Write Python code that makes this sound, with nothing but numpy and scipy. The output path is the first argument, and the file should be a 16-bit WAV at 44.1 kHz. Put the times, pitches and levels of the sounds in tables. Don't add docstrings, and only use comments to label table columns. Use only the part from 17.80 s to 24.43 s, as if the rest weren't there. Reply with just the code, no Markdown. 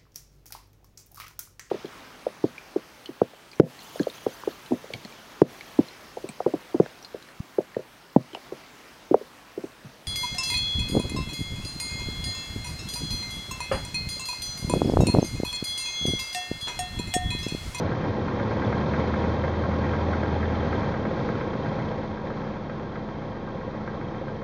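import sys
import numpy as np
from scipy import signal
from scipy.io import wavfile
from scipy.ndimage import uniform_filter1d

SR = 44100
rng = np.random.default_rng(int(sys.argv[2]) if len(sys.argv) > 2 else 0)


def to_wav(sig):
    pcm = np.clip(np.atleast_2d(sig), -1, 1) * 32767
    pcm = np.round(pcm).astype(np.int16)
    wavfile.write(sys.argv[1], SR, pcm.T)


def level_to_linear(level):
    exponent = np.asarray(level, float) / 20
    return 10 ** exponent


N = 292383
T = np.arange(N) / SR

# start_s, speed_hz
ENGINE_SPEED = [(0, 7.726), (0.35, 8.245), (0.8, 9.191), (1.3, 9.97), (2, 10.101), (2.7, 10.202),
                (3, 9.493), (3.35, 8.485), (3.9, 7.846), (4.3, 7.687), (5.6, 7.646), (6.63, 7.283)]
# start_s, level_db
AIRFRAME_SHAKE = [(0.0, -52.5), (0.4, -54), (0.8, -52), (1.25, -51), (1.8, -53), (2.2, -52), (2.7, -53),
                  (3.0, -51), (3.2, -55), (3.4, -52.8), (3.75, -55), (4.0, -54.5), (4.4, -59), (4.6, -56.8),
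                  (4.8, -59), (5.5, -60), (6.35, -59), (6.63, -60.5)]
# multiple of cycle rate, level_db, share of the shaking they follow (dB per dB)
WEAK_ORDERS = [(7, -50, 2), (10, -47, 1.6), (11, -47, .8), (13, -52, 1.2), (14, -52, 1), (15, -45, 1.2),
               (16, -43.5, 1.5), (20, -45, .45), (24, -48, 1)]
# pitch_hz, width_hz, level_db, delay_cycles, puff_ms
FIRED_PANELS = [(525, 55, -8.5, -.01, 2.5), (130, 70, -10, .15, 5.0), (3175, 85, -28.5, .015, 4.0),
                (3430, 450, -30.5, .0, 4.0), (1330, 120, -25, .025, 2.0), (1588, 40, -27, .025, 2.0),
                (1020, 250, -18, -.03, 6.0)]
CYLINDER_LEVELS = [(1.5, -1.5, 2.5, -2.5), (0, 0, 2, 1), (-.8, .5, -1, 1.5), (-3, 1.5, 0, 1.5),
                   (-20, -12, 0, -5), (-20, -12, -9, 0), (-3, -6, -4, 0)]
# pitch_hz, level_db (per Hz)
ROAR_COLOUR = [(25, -36), (50, -28), (90, -10), (130, -5), (260, -7), (400, -8.5), (550, -10.5),
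               (600, -14.5), (1100, -17.5), (1160, -24), (1650, -24.5), (2400, -30), (4200, -37),
               (7000, -52.5)]
# pitch_hz, width_hz, level_db (over the roar; negative is a dip)
ROAR_PANELS = [(310, 25, 3), (495, 30, 4), (528, 16, 7), (660, 50, 3), (795, 22, 5), (838, 28, 6),
               (953, 30, 7), (1078, 35, 6), (1195, 20, 4), (1217, 20, 6), (1330, 30, 6), (1588, 22, 7),
               (1840, 30, 4), (1922, 32, 6), (2130, 40, 4), (2620, 450, -2.5), (3172, 60, 4), (4190, 50, 4),
               (5700, 250, 2), (6250, 200, 3)]
# pitch_hz, level_db, t60_s
PART_MODES = [(1080, -9, .05), (1215, -1, .055), (1330, -1, .055), (1450, -2, .04), (1590, -4, .11),
              (1630, -6, .06), (1922, -8, .06), (2130, -11, .04), (2280, -14, .03)]
# delay_s, level_db
PART_REBOUNDS = [
    (.007, -9),
    (.017, -9),
    (.055, -12),
]
# start_s, lost_db (negative is harder)
GLANCING_STRIKES = [(.116, 2.5), (.484, -2), (3.984, 2.5), (4.116, 3), (.363, 18), (.71, 4), (1.034, 11),
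                    (1.239, 15), (1.441, 3), (1.541, 9), (1.738, 4.5), (1.94, 6.5), (2.234, 28), (2.527, 8),
                    (2.726, 14), (3.031, 6), (3.255, -0.5), (3.37, 12), (3.731, 3), (4.245, 7.5),
                    (4.633, 8), (4.765, 1), (5.68, 3), (1.639, -1), (.241, 3), (2.826, 2.5), (2.93, -1),
                    (5.156, -4.5), (6.076, -3.5), (6.344, -1.5)]
# start_s, level_db, pitch_hz
DULL_THUMPS = [(0.156, -25, 520), (0.276, -19, 452), (0.384, -18.5, 485), (0.61, -16, 540), (1.061, -27, 494),
               (1.481, -16, 500), (1.888, -12.5, 527), (2.137, -23, 497), (2.286, -13, 530),
               (2.431, -15, 533), (3.035, -21, 460), (3.251, -17.5, 533), (3.455, -23, 308),
               (3.497, -14, 430), (3.752, -19, 570), (4.756, -29, 494), (5.758, -23, 420), (6.414, -27, 530)]

START_TURNS = 1.086
IDLE_HZ, FULL_SHAKE_DB = 7.65, -53


def evened(x):
    return x / np.sqrt(np.mean(x ** 2) + 1e-20)


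def curve(rows, t, column):
    return np.interp(t, [r[0] for r in rows], [r[column] for r in rows])


def peak(hz, centre_hz, width_hz):
    return 1 / (1 + (2 * (hz - centre_hz) / width_hz) ** 2)


def resonate(x, hz, width_hz):
    r = np.exp(-np.pi * width_hz / SR)
    return signal.lfilter([1, 0, -1], [1, -2 * r * np.cos(2 * np.pi * hz / SR), r * r], x)


def bandpass(x, order, low_hz, high_hz):
    sos = signal.butter(order, [low_hz, high_hz], "band", fs=SR, output="sos")
    return signal.sosfilt(sos, x)


def wander(hz):
    sos = signal.butter(2, hz, fs=SR, output="sos")
    return evened(signal.sosfilt(sos, rng.standard_normal(N)))


def cycles():
    return START_TURNS + np.cumsum(curve(ENGINE_SPEED, T, column=1)) / SR


def shaking():
    return curve(AIRFRAME_SHAKE, T, column=1) - FULL_SHAKE_DB


def engine_orders(turns):
    def tone(order):
        return np.sqrt(2) * np.cos(2 * np.pi * (order * turns + rng.random()))

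    speed_hz, effort_db = curve(ENGINE_SPEED, T, column=1), shaking()
    over_hz = speed_hz - IDLE_HZ
    load = uniform_filter1d(np.gradient(speed_hz) * SR, size=SR // 3)

    boom_db = -52 + 9 * over_hz + 0.1 * load
    boom = level_to_linear(boom_db + 0.6 * wander(hz=9.9)) * tone(order=8)

    thump_db = -48 - 0.2 * over_hz - 3 * np.clip(load, 0, 1) * peak(4 * speed_hz, 38, 3.5)
    thump = level_to_linear(thump_db + 0.6 * wander(hz=5)) * tone(order=4)

    growl_db = -54 + 2.5 * load + 2 * effort_db + 12.5 * peak(12 * speed_hz, 105, 26)
    growl = level_to_linear(growl_db + 3.8 * wander(hz=9.8)) * tone(order=12)

    weak = np.zeros(N)
    for order, level_db, share in WEAK_ORDERS:
        cabin_db = 7 * peak(order * speed_hz, 106, 22)
        weak_db = level_db + share * effort_db + cabin_db
        weak += level_to_linear(weak_db + 0.89 * wander(hz=1.5)) * tone(order)
    return boom + thump + growl + weak


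def firings(turns):
    out = np.zeros(N)
    for (hz, width_hz, level_db, delay, puff_ms), pattern in zip(FIRED_PANELS, CYLINDER_LEVELS):
        count = np.floor(4 * (turns - delay)).astype(int)
        luck_db = 1.2 * rng.standard_normal(400)[count]
        cylinder_db = np.array(pattern)[count % len(pattern)]
        kicks = np.r_[0, np.diff(count)] * level_to_linear(cylinder_db + luck_db)
        decay = np.exp(-1000 / puff_ms / SR)
        puffs = signal.lfilter([1], [1, -decay], kicks) * rng.standard_normal(N)
        blows = puffs + 0.8 * np.sqrt(puff_ms * SR / 2000) * kicks
        ring = resonate(resonate(blows, hz, width_hz), hz, 3 * width_hz)
        out += level_to_linear(level_db) * evened(ring)
    return out * level_to_linear(0.8 * shaking() - 31.5)


def floor_hum():
    turns = np.cumsum(213 + 0.9 * wander(hz=2.9)) / SR
    level_db = -37 + 0.54 * shaking() + 0.85 * wander(hz=11.0)
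    return level_to_linear(level_db) * np.sqrt(2) * np.cos(2 * np.pi * turns)


def airframe_roar():
    frames, hz = N // 512 + 6, np.fft.rfftfreq(2048, 1 / SR)
    t = np.arange(frames) * 512 / SR
    real, imag, patches = rng.standard_normal((frames, len(hz), 3)).T

    colour_hz, colour_db = np.transpose(ROAR_COLOUR)
    power = level_to_linear(np.interp(np.log(hz + 1), np.log(colour_hz), colour_db)) ** 2
    power *= 1 + sum((level_to_linear(db) ** 2 - 1) * peak(hz, centre, width) ** 2
                     for centre, width, db in ROAR_PANELS)

    regions = np.interp(np.log(hz + 1), np.log([150, 500, 1700, 4000]), np.arange(4))
    rumble, body, rattle = [np.maximum(0, 1 - abs(regions - k))[:, None] for k in range(3)]
    effort_db = np.interp(t, T, shaking())
    over_hz = curve(ENGINE_SPEED, t, column=1) - IDLE_HZ
    level_db = effort_db * (1 + rumble * (1.2 - 1) + body * (0.81 - 1)) + rattle * 0.3 * over_hz

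    patches = evened(uniform_filter1d(uniform_filter1d(patches, 16, 0), 5, 1))
    spectra = (real + 1j * imag) * np.sqrt(power / power.sum())[:, None]
    spectra = spectra * level_to_linear(level_db + 0.34 * patches)
    roar = signal.istft(spectra, nperseg=2048, noverlap=1536)[1][:N]
    return level_to_linear(-27.0 + 0.5 * wander(hz=25)) * roar


def chatter():
    size = level_to_linear(3.0 * np.minimum(rng.exponential(1, N), 4)) * (rng.random(N) < 70 / SR)
    puffs = signal.lfilter([1], [1, -np.exp(-1 / .0015 / SR)], size) * rng.standard_normal(N)
    return level_to_linear(shaking() - 52.5) * evened(bandpass(puffs, 3, 800, 2200))


def strikes(turns):
    at = np.flatnonzero(np.diff(np.floor(turns)))
    level_db = -33 + 1.3 * shaking()[at] + 0.4 * rng.standard_normal(len(at))
    lost_db = sum(db * (abs(at / SR - s) < .03) for s, db in GLANCING_STRIKES)
    return np.transpose([at / SR, level_db - lost_db])


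def knocks(turns):
    out, t = np.zeros(N + SR), np.arange(SR // 5) / SR
    blows = strikes(turns)
    hz, mode_db, t60 = np.transpose(PART_MODES)[:, :, None]
    chances = rng.standard_normal((len(blows), 3, len(PART_MODES), 1))
    for (start_s, level_db), (level_luck, pitch_luck, phase) in zip(blows, chances):
        mode_turns = hz * (1 + 0.0029 * pitch_luck) * t + phase
        fade = level_to_linear(mode_db + 0.8 * level_luck - 60 * t / t60)
        ring = (fade * np.sin(2 * np.pi * mode_turns)).sum(0)
        burst = rng.standard_normal(len(t)) * level_to_linear(-60 * t / 0.041)
        crack = evened(bandpass(burst, 4, 1050, 2200)) * level_to_linear(-20)
        blow = (ring + crack) * (1 - np.exp(-t / .0006))
        for delay_s, rebound_db in [(0, 0.023)] + list(PART_REBOUNDS):
            at = round((start_s - .002 + delay_s) * SR)
            out[at:at + len(t)] += level_to_linear(level_db + rebound_db) * blow
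    return out[:N]


def dull_thumps():
    out, t = np.zeros(N + SR), np.arange(SR // 10) / SR
    thud = level_to_linear(-6.5 - 60 * t / 0.053) * np.sin(2 * np.pi * 170 * t)
    onset = 1 - np.exp(-t / .0015)
    for start_s, level_db, hz in DULL_THUMPS:
        ring = level_to_linear(-60 * t / 0.022) * np.sin(2 * np.pi * hz * t)
        at = round(start_s * SR)
        out[at:at + len(t)] += level_to_linear(level_db + 1.5) * (ring + thud) * onset
    return out[:N]


def scene():
    turns = cycles()
    engine = engine_orders(turns) + firings(turns)
    airframe = floor_hum() + airframe_roar() + chatter()
    return (engine + airframe + knocks(turns) + dull_thumps())[None]


def band_limit(x):
    return signal.sosfilt(signal.butter(12, 7780, fs=SR, output="sos"), x)


def record(dry):
    x = signal.lfilter(*signal.iirnotch(2890, 11.0, SR), dry)
    x = signal.sosfilt(signal.butter(5, 23, "high", fs=SR, output="sos"), x)
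    band_end = signal.firwin(131, 7050, window=("kaiser", 8.0), fs=SR)
    x = signal.oaconvolve(x, band_end[None], "same")
    mix = x + level_to_linear(-101) * rng.standard_normal(x.shape)
    return band_limit(mix)


dry = scene()
out = record(dry)
to_wav(out)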